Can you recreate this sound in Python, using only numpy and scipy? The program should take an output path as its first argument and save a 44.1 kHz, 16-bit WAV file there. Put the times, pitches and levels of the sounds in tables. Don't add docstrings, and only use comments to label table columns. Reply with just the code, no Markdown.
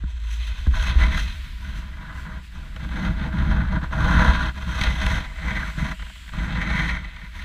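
import sys
import numpy as np
from scipy import signal
from scipy.fft import rfft, irfft, next_fast_len
from scipy.io import wavfile
from scipy.ndimage import uniform_filter1d

SR = 44100
rng = np.random.default_rng(int(sys.argv[2]) if len(sys.argv) > 2 else 0)


def to_wav(sig):
    pcm = np.clip(np.atleast_2d(sig), -1, 1) * 32767
    pcm = np.round(pcm).astype(np.int16)
    wavfile.write(sys.argv[1], SR, pcm.T)


N = 328104
T = np.arange(N) / SR
OPPOSED = np.array([[1], [-1]])


def undb(db):
    return 10 ** (np.asarray(db) / 20)


def unit(x):
    return x / np.sqrt(np.mean(x ** 2))


def curves(table):
    times, *columns = np.transpose(table)
    return [np.interp(T, times, column) for column in columns]


def walk(rate):
    hold = int(SR / rate)
    steps = np.repeat(rng.standard_normal(N // hold + 1), hold)
    slewed = uniform_filter1d(uniform_filter1d(steps, hold), hold)
    return unit(slewed[:N])


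def response(modes, sharp):
    f = np.fft.rfftfreq(next_fast_len(N + SR), 1 / SR) + 1e-3
    gain = 0
    for k, (hz, width, db) in enumerate(modes):
        detuning = (f / hz - hz / f) * hz / width
        gain = gain + (-1) ** k * undb(db) / (1 + 1j * detuning / sharp) ** sharp
    return gain


def ring(force, modes, sharp):
    gain = response(modes, sharp)
    size = next_fast_len(N + SR)
    rung = irfft(rfft(force, size) * gain, size)[..., :N]
    return rung / np.sqrt(np.mean(abs(gain) ** 2))


def knock(pushes, modes, sharp):
    single = 1. * (T == 0)
    return ring(pushes, modes, sharp) / abs(ring(single, modes, sharp)).max()


def grains(rate, scatter_db, smear_s, bed):
    sizes = undb(2 * scatter_db * (2 * rng.random(N) - 1))
    hits = (rng.random(N) < rate / SR) * sizes
    power = signal.lfilter([1], [1, -np.exp(-1 / (smear_s * SR))], hits)
    return unit(np.sqrt(bed + power / power.mean()) * rng.standard_normal(N))


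# (weakest moment [s], length [s], depth [dB])
CONTACT_LIFTS = [(0.704, 0.094, -10), (0.958, 0.099, -11), (1.091, 0.083, -5.5), (1.557, 0.17, -7.5),
                 (1.92, 0.25, -5), (2.475, 0.21, -20), (2.698, 0.089, -1), (2.786, 0.042, -6),
                 (2.892, 0.053, -11), (3.148, 0.05, -9), (3.299, 0.065, -7.5), (3.677, 0.15, -9.5),
                 (3.803, 0.07, -15.5), (3.887, 0.095, -19), (4.528, 0.061, -18), (4.558, 0.044, -6),
                 (4.649, 0.049, -4.5), (4.801, 0.018, -8), (4.962, 0.16, -7.5), (5.334, 0.3, -18.5),
                 (5.59, 0.065, -1.5), (5.746, 0.086, -13.5), (5.968, 0.091, -24), (6.04, 0.033, -8),
                 (6.304, 0.039, -20), (7.308, 0.11, -10.5)]
LIFT_FALL_SHARE = 0.55


def lifts():
    loss_db = 0
    for s, length, db in CONTACT_LIFTS:
        start = s - length * LIFT_FALL_SHARE
        end = s + length * (1 - LIFT_FALL_SHARE)
        loss_db = loss_db + np.interp(T, [start, s, end], [0, db, 0])
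    return loss_db


# (loudest moment [s], length [s], swell [dB])
BOOT_SCUFFS = [(0.105, 0.087, 5), (0.337, .14, 7.5), (0.468, .1, 4), (.61, 0.12, 2.5), (0.835, 0.1, 1.5),
               (1.196, 0.26, 4), (1.55, 0.079, -2), (1.784, .12, 8), (2.2, 0.21, 9), (2.455, 0.092, 7),
               (7.38, .14, 5)]


def scuffs():
    swell_db = 0
    for s, length, db in BOOT_SCUFFS:
        swell_db = swell_db + db * np.cos(np.pi * np.clip((T - s) / length, -.5, .5)) ** 2
    return swell_db


# (time [s], force level [dB], treble re the scrape's colour [dB])
SNOW_CRUNCHES = [(0.663, -17.5, -22), (0.735, -10.5, -25), (0.769, -14.5, -21), (0.824, -12, -1.5),
                 (.87, -22.5, 12), (1.012, -13, -4), (1.034, -7, -4), (1.174, -9, -2.5), (2.761, -15.5, -1),
                 (2.845, -17, -6), (2.888, -22, 0), (3.163, -33, -3), (3.725, -9, -6), (3.812, -15, -10),
                 (3.931, -13, -24), (4.811, -13, 10.5), (4.835, -4, 2.5), (5.063, -6, 1), (5.628, -12, -5),
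                 (5.992, -24, -2), (6.021, -17, -4), (6.064, -27, 5.5), (6.096, -22.5, -1.5),
                 (6.155, -30, 4), (6.276, -28, 3), (6.289, -25, 3), (6.333, -16, -5), (6.615, -20, 8),
                 (6.739, -23, 0), (7.162, -25, 2)]
CRUNCH_T60_S, CRUNCH_RISE_S = 0.023, 0.0011


def crunches():
    shapes = np.zeros((2, N))
    for s, db, treble_db in SNOW_CRUNCHES:
        start = int(s * SR)
        age = T[start:] - s
        shape = undb(db - 60 * age / CRUNCH_T60_S) * (1 - np.exp(-age / CRUNCH_RISE_S))
        shapes[:, start:] += shape * undb([[0], [treble_db]])
    return shapes / 3 * rng.standard_normal(N)


# (time [s], scrape [dB], bounce of the mount [dB])
SNOW_DRAG = [(0, -59.5, -34), (.3, -52.5, -34), (.65, -47, -28), (.69, -45, -13), (.75, -38, -18.5),
             (.9, -31.5, -23), (1.03, -28, -14.5), (1.2, -37.5, -24.5), (1.37, -52.5, -32),
             (1.78, -46.5, -31.5), (2.06, -42.5, -38.5), (2.36, -42.5, -37), (2.7, -50.5, -34),
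             (3.04, -33, -26.5), (3.1, -39.5, -21), (3.32, -38.5, -27.5), (3.42, -35.5, -20.5),
             (3.75, -30.5, -19), (3.95, -31, -24.5), (4.21, -20.5, -16.5), (4.45, -30, -25.5),
             (4.6, -41.5, -29), (4.79, -31.5, -22.5), (4.83, -28.5, -22), (5.2, -32.5, -23),
             (5.55, -32.5, -27.5), (5.72, -39, -31), (5.8, -33.5, -24), (5.92, -36, -30.5),
             (6.03, -46.5, -30), (6.12, -61, -43.5), (6.28, -55.5, -37), (6.35, -39.5, -27),
             (6.8, -31, -27.5), (6.94, -36, -25.5), (6.98, -42.5, -28), (7.12, -51, -38),
             (7.44, -46, -33.5)]
# (time [s], ring near 2 kHz [dB re scrape],
# crisp grains [dB re scrape], drumming of the shell [dB re scrape], slow rocking of the mount [dB re bounce])
SCRAPE_COLOUR = [(0, -4, -2, -4, -8), (.4, 1, 6.5, -6, -12), (.85, -5.5, -3.5, -5, -6.5),
                 (1.03, -1.5, -7, 1, -10), (1.25, 1, 3.5, 2, -8.5), (1.7, -3.5, -2.5, 6.5, -6),
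                 (2.2, -10.5, -17, -2.5, 3.5), (2.55, -7, -6.5, 5, -2.5), (3.3, -6, -9.5, 11, -15),
                 (3.75, -10, -14.5, 6.5, -19), (4.2, -12, -12, -1, -14), (4.65, -8.5, -7, 4, -10),
                 (4.85, -4, -3.5, -0.5, -15), (5.15, -1, -5, 2.5, -14), (5.55, -0.5, -9, 1.5, -17),
                 (6.2, -5.5, -6.5, 5, -18), (6.5, -3, -7.5, 6.5, -20), (6.8, 5.5, -6, 1.5, -14),
                 (7.1, 3.5, -4, 4, -14), (7.44, 3.5, -2.5, -0.5, -8)]
# (time [s], level [dB re scrape])
HOLLOW_LEVEL = [(0, -10.5), (2.2, -10.5), (3.1, -4), (4.4, -9.5), (5.2, -6), (6.1, -11), (6.5, -6),
                (7.44, -10.5)]
# (frequency [Hz], nominal width [Hz], relative gain [dB])
HOLLOW_MODES = [(498, 32.5, -9.5), (636.5, 24.2, -3), (801.5, 111, -7.5), (929, 197, -9)]
LOW_MODES = [(988, 50.3, 6), (1185, 116, -4), (1421, 56, 4), (1508.4, 56, 3.5), (1657, 114, 2)]
RING_MODES = [(1822, 68, 1), (2022, 59, 4.5), (2230, 117, -2.5), (2336, 103, -7)]
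CRISP_MODES = [(2549, 126, 17), (3190, 129, 17.5), (3568, 232, 14.5), (4068, 345, 11.5), (4200, 50, -19),
               (4540, 220, -9), (4830, 200, -30)]
TOP_MODES = [(5490, 270, 2.5), (6120, 300, 8.5), (6900, 690, -6), (8100, 390, -2.5), (10800, 800, -7),
             (13200, 360, -8), (13200, 6100, -13.5)]
POWDER_DB, POWDER_PER_CRISP = -13, 1.08


def snow():
    scrape_db = curves(SNOW_DRAG)[0] + lifts()
    hollow_db = curves(HOLLOW_LEVEL)[0]
    ring_db, crisp_db, *_ = curves(SCRAPE_COLOUR)
    powder_db = POWDER_DB + POWDER_PER_CRISP * crisp_db + scuffs() + 1.5 * walk(8.3)
    crush = grains(rate=150, scatter_db=5.0, smear_s=0.0062, bed=0.78)
    port_noise = rng.standard_normal(N) * OPPOSED
    low, high = crunches()
    # modes, level [dB], crunch force, sharpness, port difference [dB]
    families = ((HOLLOW_MODES, hollow_db, low, 1.6, -30),
                (LOW_MODES, 0, low, 1.6, -31),
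                (RING_MODES, ring_db, high, 1.6, -29),
                (CRISP_MODES, crisp_db, high, 1.2, -26),
                (TOP_MODES, powder_db, high, 2.6, -18))
    out = 0
    for modes, db, crunch, sharp, port_db in families:
        slide = undb(scrape_db + 0.97 * walk(25))
        force = slide * (crush + undb(port_db) * port_noise) + crunch
        out = out + undb(db) * ring(force, modes, sharp)
    return out


# (frequency [Hz], nominal width [Hz], relative gain [dB])
MOUNT_MODES = [(33.6, 26.4, -5), (59.1, 18.06, 4), (74.5, 19.9, -5.5)]
SHELL_MODES = [(123, 41.5, 2), (190.6, 37.7, 3.5), (317, 15, -13.5), (255, 44, -8)]
# (time [s], peak [dB], knock on the shell [dB re peak])
MOUNT_BUMPS = [(0.037, -15.5, -8.5), (0.67, -6, -12.5), (0.957, -5.5, -22), (3.385, -14.5, -23),
               (3.769, -13, -3), (4.028, -13, -15), (4.164, -12.5, -4.5), (4.28, -9, -23), (4.809, -13, -8),
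               (4.864, -11, -23), (5.053, -19, -29), (5.776, -20, -2), (6.707, -22.5, 3)]
BOUNCE_LIFT_SHARE = 0.41


def bounce_and_rock(bounce_db):
    sway = ring(rng.standard_normal(N), MOUNT_MODES, sharp=1.27)
    size = np.sqrt(uniform_filter1d(sway ** 2, SR // 30) + 0.039)
    bounce = undb(bounce_db) * unit(sway / size ** 0.3)
    rock_db = bounce_db + curves(SCRAPE_COLOUR)[3]
    rock = undb(rock_db) * ring(rng.standard_normal(N), MOUNT_MODES[:1], sharp=2.64)
    return bounce + rock


def drumming(drum_db):
    jolts = grains(rate=54, scatter_db=4.0, smear_s=0.0043, bed=1.4)
    port_noise = undb(-46.5) * rng.standard_normal(N) * OPPOSED
    return ring(undb(drum_db) * (jolts + port_noise), SHELL_MODES, sharp=4.14)


def bumps():
    mount_push, shell_push = np.zeros((2, N))
    for s, db, shell_db in MOUNT_BUMPS:
        mount_push[int(s * SR)] = undb(db)
        shell_push[int(s * SR)] = undb(db + shell_db)
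    rap = undb(-15) * knock(shell_push, HOLLOW_MODES + LOW_MODES, sharp=3.3)
    thump = knock(mount_push, MOUNT_MODES, sharp=1.196)
    return rap + thump + knock(shell_push, SHELL_MODES, sharp=1.8)


def mount():
    scrape_db, bounce_db = curves(SNOW_DRAG)
    contact_db = lifts()
    drum_db = scrape_db + contact_db + curves(SCRAPE_COLOUR)[2]
    return bounce_and_rock(bounce_db + BOUNCE_LIFT_SHARE * contact_db) + drumming(drum_db) + bumps()


# (time [s], hiss [dB], swish near
# 7.5 kHz [dB re hiss])
FAR_LEVELS = [(0, -64.5, -10), (.3, -52.5, -16), (1.4, -50.5, -21), (2.0, -57.5, -16), (2.6, -53.5, -17),
              (3.5, -55, -19), (4.5, -49, -20), (5.4, -48.5, -16), (6.3, -50.5, -10), (6.9, -56, -13),
              (7.44, -56, -21)]
# (frequency [Hz], nominal width [Hz], relative gain [dB])
AIR_BANDS = [(1780, 890, 11.5), (3140, 2220, 9), (5040, 2000, -9.5), (10500, 15000, -18)]
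SWISH_BAND = [(7550, 780, 0)]
SCUFF_AIR_SHARE = 0.66


def far_runners():
    hiss_db, swish_db = curves(FAR_LEVELS)
    hiss_db = hiss_db + SCUFF_AIR_SHARE * scuffs()
    mid, side, swish_noise = rng.standard_normal((3, N))
    hiss = ring(mid + undb(-28.5) * side * OPPOSED, AIR_BANDS, sharp=1.2)
    swish = ring(swish_noise, SWISH_BAND, sharp=1.8)
    hiss = undb(hiss_db + 2.0 * walk(3.44)) * hiss
    return hiss + undb(hiss_db + swish_db + 1.0 * walk(13)) * swish


HUM_HZ, HUM_RMS_DB, HUM_RISE_S, HUM_END_S, HUM_FADE_S = 56.7, -27.5, 0.027, 0.59, 0.032


def hum():
    fade = np.interp(T, [0, HUM_RISE_S, HUM_END_S, HUM_END_S + HUM_FADE_S], [0, 1, 1, 0])
    pitch_hz = HUM_HZ * (1 + 0.056 * walk(5.36))
    tone = np.sqrt(2) * np.sin(2 * np.pi * np.cumsum(pitch_hz) / SR)
    return undb(HUM_RMS_DB) * fade * tone


RASP_S = (5.9, 5.99, 6.32)
RASP_FROM_HZ, RASP_TO_HZ = 2800, 3340
RASP_REACH_HZ = 680
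RASP_DB = -51


def rasp():
    centre_hz = np.interp(T, RASP_S[::2], [RASP_FROM_HZ, RASP_TO_HZ])
    span = int(SR / RASP_REACH_HZ)
    a, b = uniform_filter1d(uniform_filter1d(rng.standard_normal((2, N)), span), span)
    phase = 2 * np.pi * np.cumsum(centre_hz) / SR
    band = unit(a * np.cos(phase) + b * np.sin(phase))
    return undb(RASP_DB) * np.interp(T, RASP_S, [0, 1, 0]) ** .5 * band


def scene():
    return snow() + mount() + far_runners() + rasp() + hum()


def record(dry):
    top_cut = signal.ellip(10, .2, 80, 15350, fs=SR, output="sos")
    return signal.sosfilt(top_cut, dry)


dry = scene()
out = record(dry)
to_wav(out)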